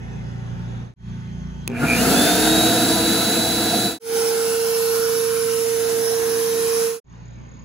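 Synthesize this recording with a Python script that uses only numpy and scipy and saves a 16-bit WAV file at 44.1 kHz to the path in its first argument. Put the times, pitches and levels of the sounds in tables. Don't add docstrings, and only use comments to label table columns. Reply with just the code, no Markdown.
import sys
import numpy as np
from scipy import signal
from scipy.fft import rfft, irfft, next_fast_len
from scipy.io import wavfile
from scipy.ndimage import uniform_filter1d

SR = 44100
rng = np.random.default_rng(int(sys.argv[2]) if len(sys.argv) > 2 else 0)


def boost(x):
    u = np.asarray(x, float) / 20
    return 10 ** u


def log_audio(samples):
    frames = np.atleast_2d(samples).T
    limited = np.clip(frames, -1, 1)
    pcm = np.round(limited * 32767).astype(np.int16)
    wavfile.write(sys.argv[1], SR, pcm)


N = 337056
T = np.arange(N) / SR
HZ = np.fft.rfftfreq(1024, 1 / SR)
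FRAME_T = np.arange(N // 256 + 5) * 256 / SR

# [start t/s, end t/s, fade in/s, fade out/s]
SHOTS = [
    (-.12, .953, .15, .15),
    (.955, 3.987, .14, .14),
    (3.996, 7.002, .16, .155),
    (7.028, 7.8, .11, .1),
]
# [from t/s, to t/s]
SILENCES = [(.938, .96), (3.987, 3.996), (7.003, 7.043)]

# [other orders level/dB, yard wash level/dB, deck drone level/dB]
MOWER_LEVELS = [
    (-39.5, -42.5, -45),
    (-38.5, -44.5, -63),
    (-52.5, -63, -48),
    (-54.5, -49, -54.5),
]
# [multiple of its turning rate, level/dB]
MOWER_ORDERS = [(3, -4.5), (5, -1.5), (6, 0.5), (7, -5.5), (8, -7.5), (9, -14.5), (12, -22), (16, -29.5),
                (17, -32)]
MOWER_HZ, OCTAVE_HZ = 29.15, 118.5
# [from t/s, level/dB, beats per s, loudest t/s, depth 0-1]
FIRING_BEAT = [(0, -38.5, 1.9, .15, 0.5), (.95, -36.5, 1.95, 1.995, .93), (3.99, -54, 2.35, 4.56, .85),
               (7.01, -43, 2.8, 7.36, 0.5)]
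# [from t/s, level/dB, beats per s, loudest t/s, depth 0-1]
OCTAVE_BEAT = [(0, -33.5, 0.66, 0.64, 0.65), (.95, -37.5, 1.22, 1.91, 1), (2.62, -30.5, 0.95, 2.85, .25),
               (3.99, -50.5, 0.34, 5.68, 0.96), (7.01, -43, 2.0, 6.3, 0.74)]
# [f/Hz, width/Hz, level/dB]
DECK_MODES = [(380, 580, -2), (750, 720, -19)]
# [f/Hz, level/dB per Hz]
YARD_COLOUR = [(30, -42), (45, -40), (130, -7), (280, -20.5), (500, -29), (1000, -27.5), (2000, -31.5),
               (5300, -44), (7000, -52), (9000, -54.5), (12000, -57.5), (15500, -78)]
# [f/Hz, left-right likeness, right lead/rad, left-right level/dB]
YARD_PORTS = [(60, 0.93, -0.1, -6.5), (303, 0.52, -2, -0.5), (1220, .4, -2.5, -1.5), (3000, 0.27, -1, 0),
              (5500, .4, 2, -3), (7000, 0.99, -0.5, -5), (15000, 1, 1.5, 7)]
# [f/Hz, width/Hz, level/dB]
CHORUS_BANDS = [(5630, 110, -2), (6220, 140, -1), (6600, 300, -3.5)]
CHORUS_DB = -59

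# [multiple, level/dB in the first shot, level/dB later]
WHINE_LINES = [(2.984, -56.5, -55.5), (6.08, -58.5, -73), (7.04, -60.5, -62), (11.86, -60.5, -60),
               (14.2, -59, -66.5), (15, -71, -71.5), (16.3, -76, -75), (18, -74, -78.5), (22.9, -65, -76),
               (25.7, -78, -61), (26.5, -64, -75)]
WHINE_HZ = 127.2
# [f/Hz, chirps per s, level/dB]
NEAR_INSECT = (6720, 38.3, -62)

# [t/s, peak level/dB]
SWITCH_SNAP = [
    (1.6766, -10.5),
]
# [f/Hz, level/dB, t60/s]
SWITCH_MODES = [(2550, 1, .011), (4400, -8, .009), (6600, -1, .008), (10500, -4, .007), (14500, -9, .006),
                (350, -10, .04)]

START_S, TOP_HZ, SLOW_S, QUICK_S, QUICK_SHARE = 1.703, 329.5, .27, .13, .25
BARS, MAINS_PULL_HZ = 12, 120
# [multiple, level/dB under the shaft tone]
SPIN_ORDERS = [(2, -13), (3, -19), (4, -24), (5, -20), (6, -22), (8, -22)]
# [f/Hz, width/Hz, level/dB]
SHAFT_BODY = [(156.3, 28, -24), (265, 34, -24.5), (315.6, 47, -21)]
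# [f/Hz, width/Hz, level/dB]
WHINE_BODY = [(2400, 150, -24), (2830, 150, -27.5), (3500, 170, -24), (3627, 200, -27), (3848, 150, -20.5),
              (3991.4, 93, -14.5)]
# [f/Hz, width/Hz, level/dB, peak t/s, spread/s]
HOUSING_MODES = [(2397, 140, 1.5, 1.92, 0.05), (2400, 170, -14, 1.77, 0.014), (2400, 200, -23.5, 1.77, .11),
                 (1410, 100, -3, 1.84, 0.025), (392, 130, -9.5, 1.71, 0.031), (795, 400, -21.5, 1.715, .04)]
# [level/dB at top speed, power of speed it grows with]
RISING_AIR = [
    (-17.5, 1.5),
    (-21, 0.96),
    (-23.5, 2.6),
]
# [t/s, spread/s, roar level/dB, rush level/dB]
SURGES = [(1.842, 0.017, 6.5, 3.5), (2.08, 0.02, 0, 1.5), (2.28, 0.016, -1, 2), (3.76, 0.028, 1.5, -1.5)]

# [f/Hz, width/Hz, level/dB]
TUBE_MODES = [
    [(229, 76.5, 4), (309.6, 83, 1.5), (469.5, 23, 4), (698.5, 65, 3), (880, 236, -11)],
    [(236.4, 59, -1.5), (370, 140, -7), (536, 29, -6), (703, 69, -4), (830, 107, -6.5)],
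]
# [f/Hz, width/Hz, level/dB]
CASE_MODES = [
    [(1435, 380, 3), (1673, 210, 0.5), (2080, 540, -5.5), (2650, 400, -1.5)],
    [(1040, 94, 4), (1453, 500, 3.5), (2010, 210, -3.5), (2740, 1460, -6)],
]
# [f/Hz, level/dB per Hz]
JET_COLOUR = [
    [(1500, -23), (3100, -6.5), (3600, -0.5), (4600, 0.5), (5400, -5), (6800, -2), (7900, -0.5),
     (9500, -0.5), (11000, -2.5), (13000, -4.5), (15500, -7.5)],
    [(1500, -12), (3000, -4.5), (4500, -0.5), (5500, 2.5), (6200, 0), (7400, -0.5), (10400, 1.5),
     (11000, 5), (11600, 2), (13000, -1.5), (15500, -4)],
]
# [f/Hz, left-right likeness, right lead/rad, left-right level/dB]
AIR_PORTS = [
    [(100, .93, 0, -.5), (900, .85, 0, -1), (1600, .92, .2, -.5), (2200, .7, 0, 0), (2800, .4, -1.6, 0),
     (3300, .15, .5, 0), (4000, .65, -.1, -2), (5100, .4, -2.8, -1.5), (6200, .5, -.2, 0), (7500, .8, 0, 0),
     (15000, .75, 0, 0)],
    [(200, .85, .5, -4), (500, .8, .6, -5), (900, .2, 0, -3), (1500, .75, .9, -2), (2400, .25, 1., 0),
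     (3600, .5, 0, -1), (4800, .25, 1., -3), (5500, .36, 2.7, -4), (6200, .3, .2, -1), (7500, .7, 0, 0),
     (15000, .72, 0, 0)],
]
# [from f/Hz, step/Hz]
PORT_TURN = (6250, 4650)

# [t/s, shaft tone level/dB, left-right level/dB]
SWING = [(4.15, -21, -6), (4.51, -22, -5.5), (4.92, -21, -6.5), (5.4, -23, -9.5), (5.88, -22.5, -9),
         (6.53, -22, -6.5), (6.86, -21, -7.5)]
# [multiple, level/dB under the shaft tone]
FULL_ORDERS = [(2, -23), (3, -31), (4, -31), (5, -35), (9, -34)]
# [level/dB against the shaft tone, share of its swing]
FULL_AIR = [
    (-20, 0.87),
    (-12, 1.24),
    (-15, 1.05),
]
# [t/s, spread/s, level/dB]
FLARES = [(4.28, 0.25, 8.5), (4.77, 0.045, 4.5), (5.13, .16, 10.5), (6.1, 0.084, 9), (6.78, 0.14, 3)]
# [t/s, spread/s, level/dB]
GUSTS = [(4.4, 0.3, 5.5), (6.15, 0.31, 2.5)]
FULL_HZ = 457.75

# [from t/s, depth level/dB, settling/s]
DUCK = (2.097, -9.5, 0.96)
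# [0 sum 1 difference, low f/Hz, high f/Hz, ragged/Hz, at full speed/Hz]
SILENT_BANDS = [(0, 8450, 8850, 200, 460), (0, 13050, 14200, 380, 330), (1, 10460, 11670, 60, 60),
                (1, 15400, 16100, 250, 250)]
# [low f/Hz, high f/Hz]
BAND_HZ = (48, 15760)


def evened(x):
    return x / np.sqrt(np.mean(x ** 2) + 1e-20)


def columns(rows, t):
    s, *values = np.transpose(rows)
    return [np.interp(t, s, v) for v in values]


def by_shot(rows, t):
    return np.transpose(rows)[:, np.searchsorted([s[0] for s in SHOTS[1:]], t)]


def read(points, hz):
    f, *values = np.transpose(points)
    return [np.interp(np.log(hz + 1), np.log(f + 1), v) for v in values]


def wander(rate_hz):
    knots = rng.standard_normal(int(N / SR * 40) + 2)
    return 1.2 * np.interp(T * min(rate_hz, 39), np.arange(len(knots)), knots)


def bumps(events, t):
    return sum(db * np.exp(-((t - s) / w) ** 2) for s, w, db in events)


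def tone(hz, db):
    turns = (np.cumsum(hz * np.ones(N)) / SR + rng.random()) % 1
    return np.sqrt(2) * boost(np.float32(db)) * np.sin(np.float32(2 * np.pi * turns))


def resonate(x, hz, width):
    turn = np.exp(2j * np.pi * np.cumsum(hz * np.ones(len(x))) / SR)
    r = np.exp(-np.pi * width / SR)
    return 2 * (turn * signal.lfilter([1 - r], [1, -r], x * turn.conj())).real


def humps(modes, hz=HZ):
    return np.sqrt(sum(boost(2 * db) / (1 + (2 * (hz - f) / w) ** 2) ** 2 for f, w, db in modes))


def band_unit(shape, lo, hi):
    return shape / np.sqrt((shape[(HZ > lo) & (HZ < hi)] ** 2).sum())


def noise(size, same, lead, balance_db, patchy_db, sway_db):
    a, b, c, d, patches, sway = rng.standard_normal((6, len(HZ), len(FRAME_T)), dtype=np.float32)
    patches = evened(uniform_filter1d(uniform_filter1d(patches, size=9, axis=0), size=14, axis=1))
    sway = evened(uniform_filter1d(uniform_filter1d(sway, size=4, axis=0), size=90, axis=1))
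    lead = lead + 2 * np.pi * np.maximum(HZ - PORT_TURN[0], 0) / PORT_TURN[1]
    same = np.clip(same, 0, 1)[:, None]
    left = a + 1j * b
    right = same * left * np.exp(1j * lead)[:, None] + np.sqrt(1 - same ** 2) * (c + 1j * d)
    balance = boost(balance_db / 2)[:, None]
    z = np.array([left * balance, right / balance])
    z = z * size * boost(patchy_db * patches + sway_db * sway)
    return signal.istft(z, nperseg=1024, noverlap=768)[1][:, :N] * 0.79


def spread(x, balance_db, lead, lag_s=0):
    size = next_fast_len(N)
    turn = lead - 2 * np.pi * lag_s * np.fft.rfftfreq(size, 1 / SR)
    right = irfft(rfft(x, size) * np.exp(1j * turn), size)[:N]
    return np.array([x * boost(balance_db / 2), right / boost(balance_db / 2)])


def beating(rows):
    s, db, per_s, loudest, depth = np.transpose(rows)[:, np.searchsorted([r[0] for r in rows[1:]], T)]
    swell = 1 + np.clip(depth, 0, .99) * np.cos(2 * np.pi * per_s * (T - loudest))
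    return uniform_filter1d(db + 10 * np.log10(swell), size=2000)


def mower_exhaust():
    others_db = by_shot(MOWER_LEVELS, T)[0]
    hz = MOWER_HZ * (1 + 0.0043 * wander(3))
    exhaust = tone(2 * hz, beating(FIRING_BEAT))
    exhaust += tone(OCTAVE_HZ * hz / MOWER_HZ, beating(OCTAVE_BEAT))
    exhaust += sum(tone(k * hz, others_db + db + 1.8 * wander(13)) for k, db in MOWER_ORDERS)
    return spread(exhaust, -1.4, 0.53)


def yard_wash():
    wash_db, drone_db = by_shot(MOWER_LEVELS, FRAME_T)[1:]
    wash = band_unit(boost(read(YARD_COLOUR, HZ)[0]), 240, 5600)[:, None] * boost(wash_db)
    drone = band_unit(humps(DECK_MODES), 360, 1000)[:, None] * boost(drone_db)
    before_full = FRAME_T < SHOTS[2][0]
    insects = np.outer(band_unit(humps(CHORUS_BANDS), 5000, 7500), boost(CHORUS_DB) * before_full)
    size = np.hypot(np.hypot(wash, drone), insects)
    size *= boost(-8.5 * np.outer(HZ > 7000, FRAME_T > SHOTS[3][0]))
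    return noise(size, *read(YARD_PORTS, HZ), patchy_db=1.5, sway_db=2.0)


def far_whine():
    later = T > SHOTS[1][0]
    lines = sum(tone(k * WHINE_HZ, db + (later_db - db) * later + 1.5 * wander(11))
                for k, db, later_db in WHINE_LINES)
    return spread(lines, .4, 0.14, 0.00021)


def trill():
    hz, per_s, db = NEAR_INSECT
    beat = np.cos(2 * np.pi * per_s * (T - 7.179))
    song = tone(hz * (1 + .006 * wander(39)), db + 2.9 * wander(30))
    chirps = song * np.clip(beat + 0.38, 0, 2) ** 1.2
    steady = resonate(resonate(rng.standard_normal(N), 6480, 160), 6400, 160)
    return spread(chirps + boost(db - 4) * evened(steady), -.6, 0.75)


def switch():
    s, db = SWITCH_SNAP[0]
    t = np.clip(T - s, 0, 1)
    ring = sum(boost(d - 60 * t / t60) * np.sin(2 * np.pi * f * t) for f, d, t60 in SWITCH_MODES)
    crack = boost(6.5 - 60 * t / 0.0075) * rng.standard_normal((2, N))
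    return boost(db - 3.5) * (ring + crack) * np.clip(t / .001, 0, 1)


def speed(t):
    u = np.maximum(t - START_S, 0)
    shortfall = QUICK_SHARE * np.exp(-u / QUICK_S) + (1 - QUICK_SHARE) * np.exp(-u / SLOW_S)
    return TOP_HZ * np.maximum(1 - shortfall, .06)


def air(k, levels_db, flicker_db, sway_db):
    roar, rush, hiss = boost(np.array(levels_db))
    roar = band_unit(humps(TUBE_MODES[k]), 135, 300)[:, None] * roar
    rush = band_unit(humps(CASE_MODES[k]), 1000, 2760)[:, None] * rush
    hiss = 1.347 * band_unit(boost(read(JET_COLOUR[k], HZ)[0]), 6140, 7800)[:, None] * hiss
    size = np.sqrt(roar ** 2 + rush ** 2 + hiss ** 2)
    stream = noise(size, *read(AIR_PORTS[k], HZ), patchy_db=.8, sway_db=sway_db)
    return stream * boost(flicker_db * wander(30))


def rising_air():
    speed_db = 20 * np.log10(speed(FRAME_T) / TOP_HZ)
    roar, rush, hiss = (db + power * speed_db for db, power in RISING_AIR)
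    roar = roar + bumps([(s, w, lift_db) for s, w, lift_db, _ in SURGES], FRAME_T)
    rush = rush + bumps([(s, w, lift_db) for s, w, _, lift_db in SURGES], FRAME_T)
    return air(0, (roar, rush, hiss), 0.34, 0.25)


def housing(pull, buzz_db):
    t = T[:SR * 5 // 2]
    uneven = 1 + .35 * np.cos(np.pi * MAINS_PULL_HZ * (t - 1.917))
    raps = uneven * np.clip(pull[:len(t)] + .2, 0, 2) ** 1.5
    grit = 1.1 * rng.standard_normal(len(t))
    buzz = np.zeros(len(t))
    for f, width, db, s, w in HOUSING_MODES:
        ring = evened(resonate(raps * (np.sin(2 * np.pi * f * t) + grit), f, width))
        buzz += boost(buzz_db + db + 26) * np.exp(-((t - s) / w) ** 2) * ring
    return np.pad(buzz, (0, N - len(t)))


def spin_up():
    hz = speed(T)
    pull = np.cos(2 * np.pi * MAINS_PULL_HZ * (T - 1.917))
    shaft = tone(hz, .8 + 1.8 * wander(18))
    shaft += tone(hz + MAINS_PULL_HZ, -7.5 + 2.2 * wander(12)) + tone(hz - MAINS_PULL_HZ, -13)
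    shaft += sum(tone(k * hz, db + 4.4 * wander(11)) for k, db in SPIN_ORDERS)
    shaft *= humps(SHAFT_BODY, hz)
    shaft += tone(2 * MAINS_PULL_HZ + .8, -28.5 + 1.9 * wander(2)) * np.exp(-((T - 1.98) / 0.43) ** 2)
    jitter = .0011 + .1 * (1 - hz / TOP_HZ) ** 2
    whine = tone(BARS * hz * (1 + jitter * wander(39)), wander(30)) * (1 + .18 * pull)
    whine *= humps(WHINE_BODY, BARS * hz)
    brushes = resonate(resonate(rng.standard_normal(N), 0.87 * BARS * hz, 700), 1.06 * BARS * hz, 700)
    whine += boost(-27) * np.clip((hz - 255) / 60, 0, 1) * evened(brushes)
    buzz = housing(pull, buzz_db=-47.5)
    motor = spread(shaft, .6, -.3) + spread(buzz, -.8, .7) + spread(whine, -2.8, .15)
    return (motor + rising_air()) * np.clip((T - SWITCH_SNAP[0][0]) / 0.022, 0, 1)


def full_speed():
    shaft_db, pan_db = columns(SWING, T)
    hz = FULL_HZ * (1 + 0.000366 * wander(3))
    shaft = spread(tone(hz, shaft_db), pan_db, 0.64)
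    orders = sum(tone(k * hz, shaft_db + db + 1.3 * wander(10)) for k, db in FULL_ORDERS)
    whine_db = shaft_db - 25 + bumps(FLARES, T) + 4 * wander(24)
    whine = tone(BARS * hz * (1 + .0006 * wander(30)), whine_db)
    octave = tone(2 * BARS * hz * (1 + 0.00064 * wander(30)), shaft_db - 21 + 3.2 * wander(16))
    lines = spread(orders, -.5, 0.74, 0.00051) + spread(whine, -9, 2.25) + spread(octave, .1, 0.017)
    near_db = columns(SWING, FRAME_T)[0]
    usual_db = near_db.mean()
    levels_db = [usual_db + db + share * (near_db - usual_db) for db, share in FULL_AIR]
    levels_db[0] = levels_db[0] + bumps(GUSTS, FRAME_T)
    return shaft + lines + air(1, levels_db, 0.36, 2.65)


def scene():
    back = mower_exhaust() + yard_wash()
    far = far_whine()
    shots = (far, far + switch() + spin_up(), full_speed(), trill())
    mix = np.zeros((2, N))
    for (start, end, rise, fall), shot in zip(SHOTS, shots):
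        fade = np.clip((T - start) / rise, 0, 1) ** 1.52 * np.clip((end - T) / fall, 0, 1)
        mix += fade * (back + shot)
    return mix


def roll_off(x):
    return signal.sosfilt(signal.butter(12, 17100, fs=SR, output="sos"), x)


def record(dry):
    s, depth_db, settle = DUCK
    settled = 1 - np.exp(-np.maximum(T - s, 0) / settle)
    left, right = dry * boost(depth_db * settled * (T < SHOTS[2][0]))
    hz, t, z = signal.stft([left + right, left - right], SR, nperseg=2048)
    band = (hz < BAND_HZ[1]) / np.sqrt(1 + (BAND_HZ[0] / (hz + 1)) ** 8)
    keep = np.ones(z.shape) * band[:, None]
    click = abs(t - SWITCH_SNAP[0][0]) < .024
    for part, lo, hi, ragged, later in SILENT_BANDS:
        jumps = rng.choice([0, 0, 1, 1, 1, 2], (2, len(t)))
        down, up = np.where(t < SHOTS[2][0], ragged, later) * jumps
        keep[part] *= (hz[:, None] < lo - down) | (hz[:, None] > hi + up / 2) | click
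    sounding = np.prod([(T < a) | (T > b) for a, b in SILENCES], axis=0)
    total, difference = signal.istft(z * keep, SR, nperseg=2048)[1][:, :N] / 2 * sounding
    return roll_off(np.array([total + difference, total - difference]))


dry = scene()
out = record(dry)
log_audio(out)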